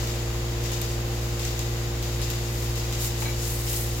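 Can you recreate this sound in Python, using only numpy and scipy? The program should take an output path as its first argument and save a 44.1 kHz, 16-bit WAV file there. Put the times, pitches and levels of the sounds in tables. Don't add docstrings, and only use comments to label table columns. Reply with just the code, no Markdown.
import sys
import numpy as np
from scipy import signal
from scipy.fft import rfft, irfft
from scipy.io import wavfile

SR = 44100
rng = np.random.default_rng(int(sys.argv[2]) if len(sys.argv) > 2 else 0)


def waveform_to_disk(signal):
    frames = np.transpose(np.atleast_2d(signal))
    scaled = np.clip(frames, -1, 1) * 32767
    samples = np.round(scaled).astype(np.int16)
    wavfile.write(sys.argv[1], SR, samples)


N = 176400
T = np.arange(N) / SR
FREQS = np.fft.rfftfreq(N, 1 / SR)
VANES = 4
LEFT_RIGHT = np.array([[1], [-1]])

# time in seconds, shaft turns per second.
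SHAFT_SPEED = [(0, 14.579), (1.2, 14.578), (2.2, 14.571), (3.1, 14.563), (4, 14.561)]
# multiple of the shaft rate, level in dB, left minus right in dB.
PUMP_TONES = [(2, -53, 8), (3, -47, 7), (4, -32.5, 0.5), (6, -55.5, -6), (7, -53.5, -19), (8, -31, 0),
              (9, -54.5, 13), (10, -58, -4), (11, -57.5, -1), (12, -54, -3), (15, -48, -3), (16, -51.5, 1),
              (20, -52.5, 0), (24, -40, 0.5), (28, -59.5, -20), (31, -61.5, 12), (32, -45.5, -5.5),
              (33, -63, 9), (34, -52.5, 12), (36, -51.5, -7), (40, -54, 0), (44, -54.5, -19),
              (48, -56, -6.5), (49, -61.5, -3), (53, -59, 0), (56, -54, -6), (70.94, -56.5, 6)]
# frequency in Hz, level in dB.
PUMP_CLATTER = [(30, -54), (70, -69.5), (150, -66.5), (200, -67), (330, -64.5), (470, -66.5), (750, -65),
                (1100, -67.5), (2000, -71.5)]
# frequency in Hz, left and right density in dB per Hz.
LEAK_SPECTRUM = [(1010, -85.5, -94), (2500, -78.5, -85), (4670, -77.5, -78.5), (5800, -76, -84.5),
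                 (7180, -73, -80), (8500, -89.5, -88), (10500, -90, -85.5), (11600, -87, -88),
                 (12300, -81, -82.5), (14000, -84.5, -85.5), (15600, -89, -85)]
# time in seconds, gain in dB.
LEAK_DRIFT = [(0, 0), (.5, -0.5), (1.1, -0.4), (1.3, 0.1), (1.9, -.5), (2.4, 1.5), (2.6, 0.5), (2.85, 1.5),
              (3.3, 1.5), (4, 0.5)]
# start in seconds, click level in dB, ping pitch in Hz, ping level in dB,
# puff level in dB, puff decay in seconds.
VALVE_STROKES = [(-.03, -40, 13000, -45, -34, 0.086), (.072, -29, 13100, -33.5, -38, 0.079),
                 (.634, -41, 12500, -39, -37, 0.15), (.717, -31, 10500, -33, -35, 0.042),
                 (.815, -27.5, 12500, -26.5, -36.5, .06), (1.393, -34, 11000, -34, -36, 0.12),
                 (1.45, -29, 6030, -25.5, -36, 0.099), (1.591, -26.5, 6700, -27.5, -37, 0.06),
                 (2.026, -30, 12500, -38, -38, .09), (2.215, -32, 10400, -33.5, -33, 0.057),
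                 (2.301, -28, 12800, -31, -37, 0.053), (2.756, -33, 13000, -34, -35, 0.065),
                 (2.925, -31, 6500, -31, -36, .06), (3.045, -28.5, 13100, -27, -47, .05),
                 (3.667, -34, 7000, -38, -37, .07), (3.730, -29, 12500, -27, -39, .05)]
# frequency in Hz, relative level in dB.
CLICK_SPECTRUM = [(1000, -24), (2500, 0), (4500, -1), (6800, 1), (8500, -1), (11000, -11), (12600, -4),
                  (14000, -1), (16000, -6)]
PUFF_SPECTRUM = [(600, -12), (1500, -7), (3000, 0), (5000, 0.5), (7100, 3), (8500, -8.5), (11000, -12.5),
                 (12500, -4.5), (16000, -12)]
# centre in Hz, width in Hz, left and right gain in dB.
PASSAGE_RESONANCES = [(1980, 74, 10.5, 1), (2720, 150, 0.5, 9), (3700, 150, 2.5, 4.5), (4700, 110, 4, 1),
                      (4950, 88, 2.5, -1), (7170, 190, 0, -2), (9050, 140, 1, 0)]
# peak time, rise and fall in seconds, body and hiss level in dB.
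BRUSH_SWELLS = [(.92, .02, .03, -46, -47), (1.24, 0.046, .08, -56, -49.5), (2.58, .08, .13, -48, -42.5),
                (3.04, 0.032, .04, -34, -31.5), (3.22, 0.041, 0.062, -41, -39),
                (3.45, 0.053, .05, -37, -40.5), (3.525, 0.075, 0.074, -42, -33.5),
                (3.745, 0.074, .10, -39, -31.5), (3.99, 0.068, .05, -45, -42)]
# frequency in Hz, relative level in dB.
BRUSH_BODY_SPECTRUM = [(1000, -24), (3000, -7), (5000, -3), (7200, 2), (9000, -13), (12000, -22),
                       (16000, -23)]
BRUSH_HISS_SPECTRUM = [(3000, -16), (6000, -12), (8200, -2), (10800, -3.5), (12200, 1.5), (13200, -2.5),
                       (14500, -2), (16000, -3)]
# start in seconds, thud and ring level in dB.
CLAW_KNOCKS = [(2.195, -35.5, -54), (3.219, -30, -49), (3.254, -34.5, -37), (3.281, -46, -40)]
# frequency in Hz, relative level in dB.
THUD_SPECTRUM = [(60, -14), (240, 2), (500, -7), (850, 2), (1150, -6), (1500, -6), (2500, -7.5),
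                 (5000, -23), (12000, -30)]
# frequency in Hz, relative level in dB, seconds to fall 60 dB.
CLAW_MODES = [(2325, -1.5, 0.18), (2260, 2, .15), (2820, -12, 0.18), (4027, 0, 0.14)]
# frequency in Hz, density in dB per Hz.
RUMBLE_SPECTRUM = [(20, -83), (40, -69), (60, -60), (85, -70), (122, -61.5), (190, -76.5), (350, -70),
                   (560, -74), (800, -76.5), (1300, -77.5), (1650, -79.5), (2000, -77), (3000, -78.5),
                   (5000, -86.5), (16000, -103)]


def shaft_angle(vane_opens_s=2.012):
    turns = np.cumsum(np.interp(T, *np.array(SHAFT_SPEED).T)) / SR
    return 2 * np.pi * (turns - np.interp(vane_opens_s, T, turns))


def vacuum_pump(angle, scatter_hz=200, diffuse_hz=970, half_order_db=-3.5, waver_rad=.00225):
    count, size = 280, 16384
    order = np.arange(count) / 2
    hz = order * SHAFT_SPEED[0][1]
    side_draw, phase_draw, spread_draw = rng.standard_normal((count, 3)).T
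    level_db = spectrum_db(PUMP_CLATTER, hz) + half_order_db * (np.arange(count) % 2)
    apart = np.minimum(hz / diffuse_hz, 1) ** 2
    side_db = 6 * apart * side_draw
    for multiple, tone_db, tone_side_db in PUMP_TONES:
        k = 2 * round(multiple)
        level_db[k], side_db[k] = tone_db, tone_side_db
    gain = pan(side_db) * undb(level_db) * (order >= 2)
    phase = (hz / scatter_hz) ** 2 * phase_draw + LEFT_RIGHT * apart * spread_draw
    cycle = irfft(gain * np.exp(1j * phase), size) * size / np.sqrt(2)
    position = (angle + waver_rad * wander(5)) / (4 * np.pi) % 1
    return np.array([np.interp(position, np.arange(size) / size, channel) for channel in cycle])


def cluster_leak(flicker_db=.37):
    density_db = np.array([spectrum_db(LEAK_SPECTRUM, FREQS, column) for column in (1, 2)])
    hiss = equalise(white(), density_db) * np.sqrt(SR / 2)
    drift_db = np.interp(T, *np.array(LEAK_DRIFT).T)
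    return hiss * undb(drift_db + flicker_db * wander(14))


def pulsators(click_rise_s=.00089, ping_width_hz=900, flutter_db=1.3):
    excitation = rfft(white())
    pings = click_power = puff_power = 0
    for start, click_db, ping_hz, ping_db, puff_db, puff_decay_s in VALVE_STROKES:
        ping = irfft(excitation / (1 + 2j * (FREQS - ping_hz) / ping_width_hz), N)
        pings += ping / ping.std() * undb(ping_db) * burst(start, click_rise_s, decay_s=.0023)
        click_power += (undb(click_db) * burst(start, click_rise_s, decay_s=.0026)) ** 2
        puff_power += (undb(puff_db) * burst(start, rise_s=.0069, decay_s=puff_decay_s)) ** 2
    puffs = noise(PUFF_SPECTRUM) * np.sqrt(puff_power) * undb(flutter_db * wander(67))
    clicks = noise(CLICK_SPECTRUM) * np.sqrt(click_power)
    return clicks + pings * pan(4) + puffs * pan(4.5)


def air_passages(x):
    gain_db = 0
    for hz, width_hz, left_db, right_db in PASSAGE_RESONANCES:
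        gain_db += np.array([[left_db], [right_db]]) / (1 + (2 * (FREQS - hz) / width_hz) ** 2)
    return equalise(x, gain_db)


def hair_brushing(grain_db=2, patchy_db=.76):
    body_power = hiss_power = 0
    for peak, rise, fall, body_db, hiss_db in BRUSH_SWELLS:
        swell = np.exp(-((T - peak) / np.where(T < peak, rise, fall)) ** 2)
        body_power += swell * undb(body_db) ** 2
        hiss_power += swell * undb(hiss_db) ** 2
    grains = undb(grain_db * wander(1200) + patchy_db * wander(50))
    grains /= np.sqrt(np.mean(grains ** 2))
    body = noise(BRUSH_BODY_SPECTRUM) * np.sqrt(body_power) * pan(5)
    hiss = noise(BRUSH_HISS_SPECTRUM) * np.sqrt(hiss_power)
    return grains * (body + hiss)


def claw_knocks(rise_s=.0028):
    thud = noise(THUD_SPECTRUM)
    knocks = 0
    for start, thud_db, ring_db in CLAW_KNOCKS:
        knocks += thud * undb(thud_db) * burst(start, rise_s, decay_s=.019)
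        for hz, mode_db, t60 in CLAW_MODES:
            ring = np.sin(2 * np.pi * (hz * (T - start) + rng.random((2, 1))))
            knocks += ring * undb(ring_db + mode_db) * burst(start, rise_s, t60 / np.log(1000))
    return knocks * pan(3)


def barn_rumble(angle, throb_depth=.084, alike_below_hz=650):
    mid, side = rfft(white()) * undb(spectrum_db(RUMBLE_SPECTRUM, FREQS)) * np.sqrt(SR / 2)
    alike = 1 / (1 + (FREQS / alike_below_hz) ** 3)
    rumble = irfft(mid * np.sqrt(1 + alike) + LEFT_RIGHT * side * np.sqrt(1 - alike), N) / np.sqrt(2)
    throb = (np.cos(angle) + np.cos(VANES * angle)) / 2
    return rumble * (1 + throb_depth * throb)


def upper_fade(x, above_hz=230, db_per_s=.4):
    bass = irfft(rfft(x) / (1 + (FREQS / above_hz) ** 6), N)
    return bass + (x - bass) * undb(-db_per_s * (T - T.mean()))


def stall_reflections(x, ripple_db=1.4, points=400):
    hz = np.linspace(0, SR / 2, points)
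    ripple = np.array([np.interp(FREQS, hz, row) for row in rng.standard_normal((2, points))])
    return equalise(x, ripple_db * ripple)


def barn_echo(x, t60_s=.25, echo_db=-9.5):
    tail = (white() * burst(start=.0029, rise_s=.008, decay_s=t60_s / np.log(1000)))[:, :N // 4]
    tail /= np.sqrt(np.sum(tail ** 2, axis=1, keepdims=True))
    return x + undb(echo_db) * signal.fftconvolve(x, tail, axes=1)[:, :N]


def undb(db):
    return 10 ** (np.asarray(db) / 20)


def spectrum_db(table, hz, column=1):
    table = np.array(table)
    return np.interp(np.log(np.maximum(hz, 1)), np.log(table[:, 0]), table[:, column])


def equalise(x, db):
    return irfft(rfft(x) * undb(db), N)


def white():
    return rng.standard_normal((2, N))


def noise(table):
    coloured = equalise(white(), spectrum_db(table, FREQS))
    return coloured / coloured.std()


def wander(rate_hz):
    motion = irfft(rfft(rng.standard_normal(N)) / (1 + (FREQS / rate_hz) ** 4), N)
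    return motion / motion.std()


def pan(left_minus_right_db):
    gains = undb(LEFT_RIGHT * left_minus_right_db / 2)
    return gains / np.sqrt(np.mean(gains ** 2, axis=0))


def burst(start, rise_s, decay_s):
    age = T - start
    return np.clip(age / rise_s, 0, 1) * np.exp(-np.maximum(age - rise_s, 0) / decay_s)


def scene():
    angle = shaft_angle()
    drone = upper_fade(vacuum_pump(angle) + barn_rumble(angle))
    air = air_passages(cluster_leak() + barn_echo(pulsators()))
    return drone + stall_reflections(air + hair_brushing()) + barn_echo(claw_knocks())


def record(dry):
    top_hz = 15850
    return signal.sosfilt(signal.ellip(12, .1, 80, top_hz, fs=SR, output="sos"), dry)


dry = scene()
out = record(dry)
waveform_to_disk(out)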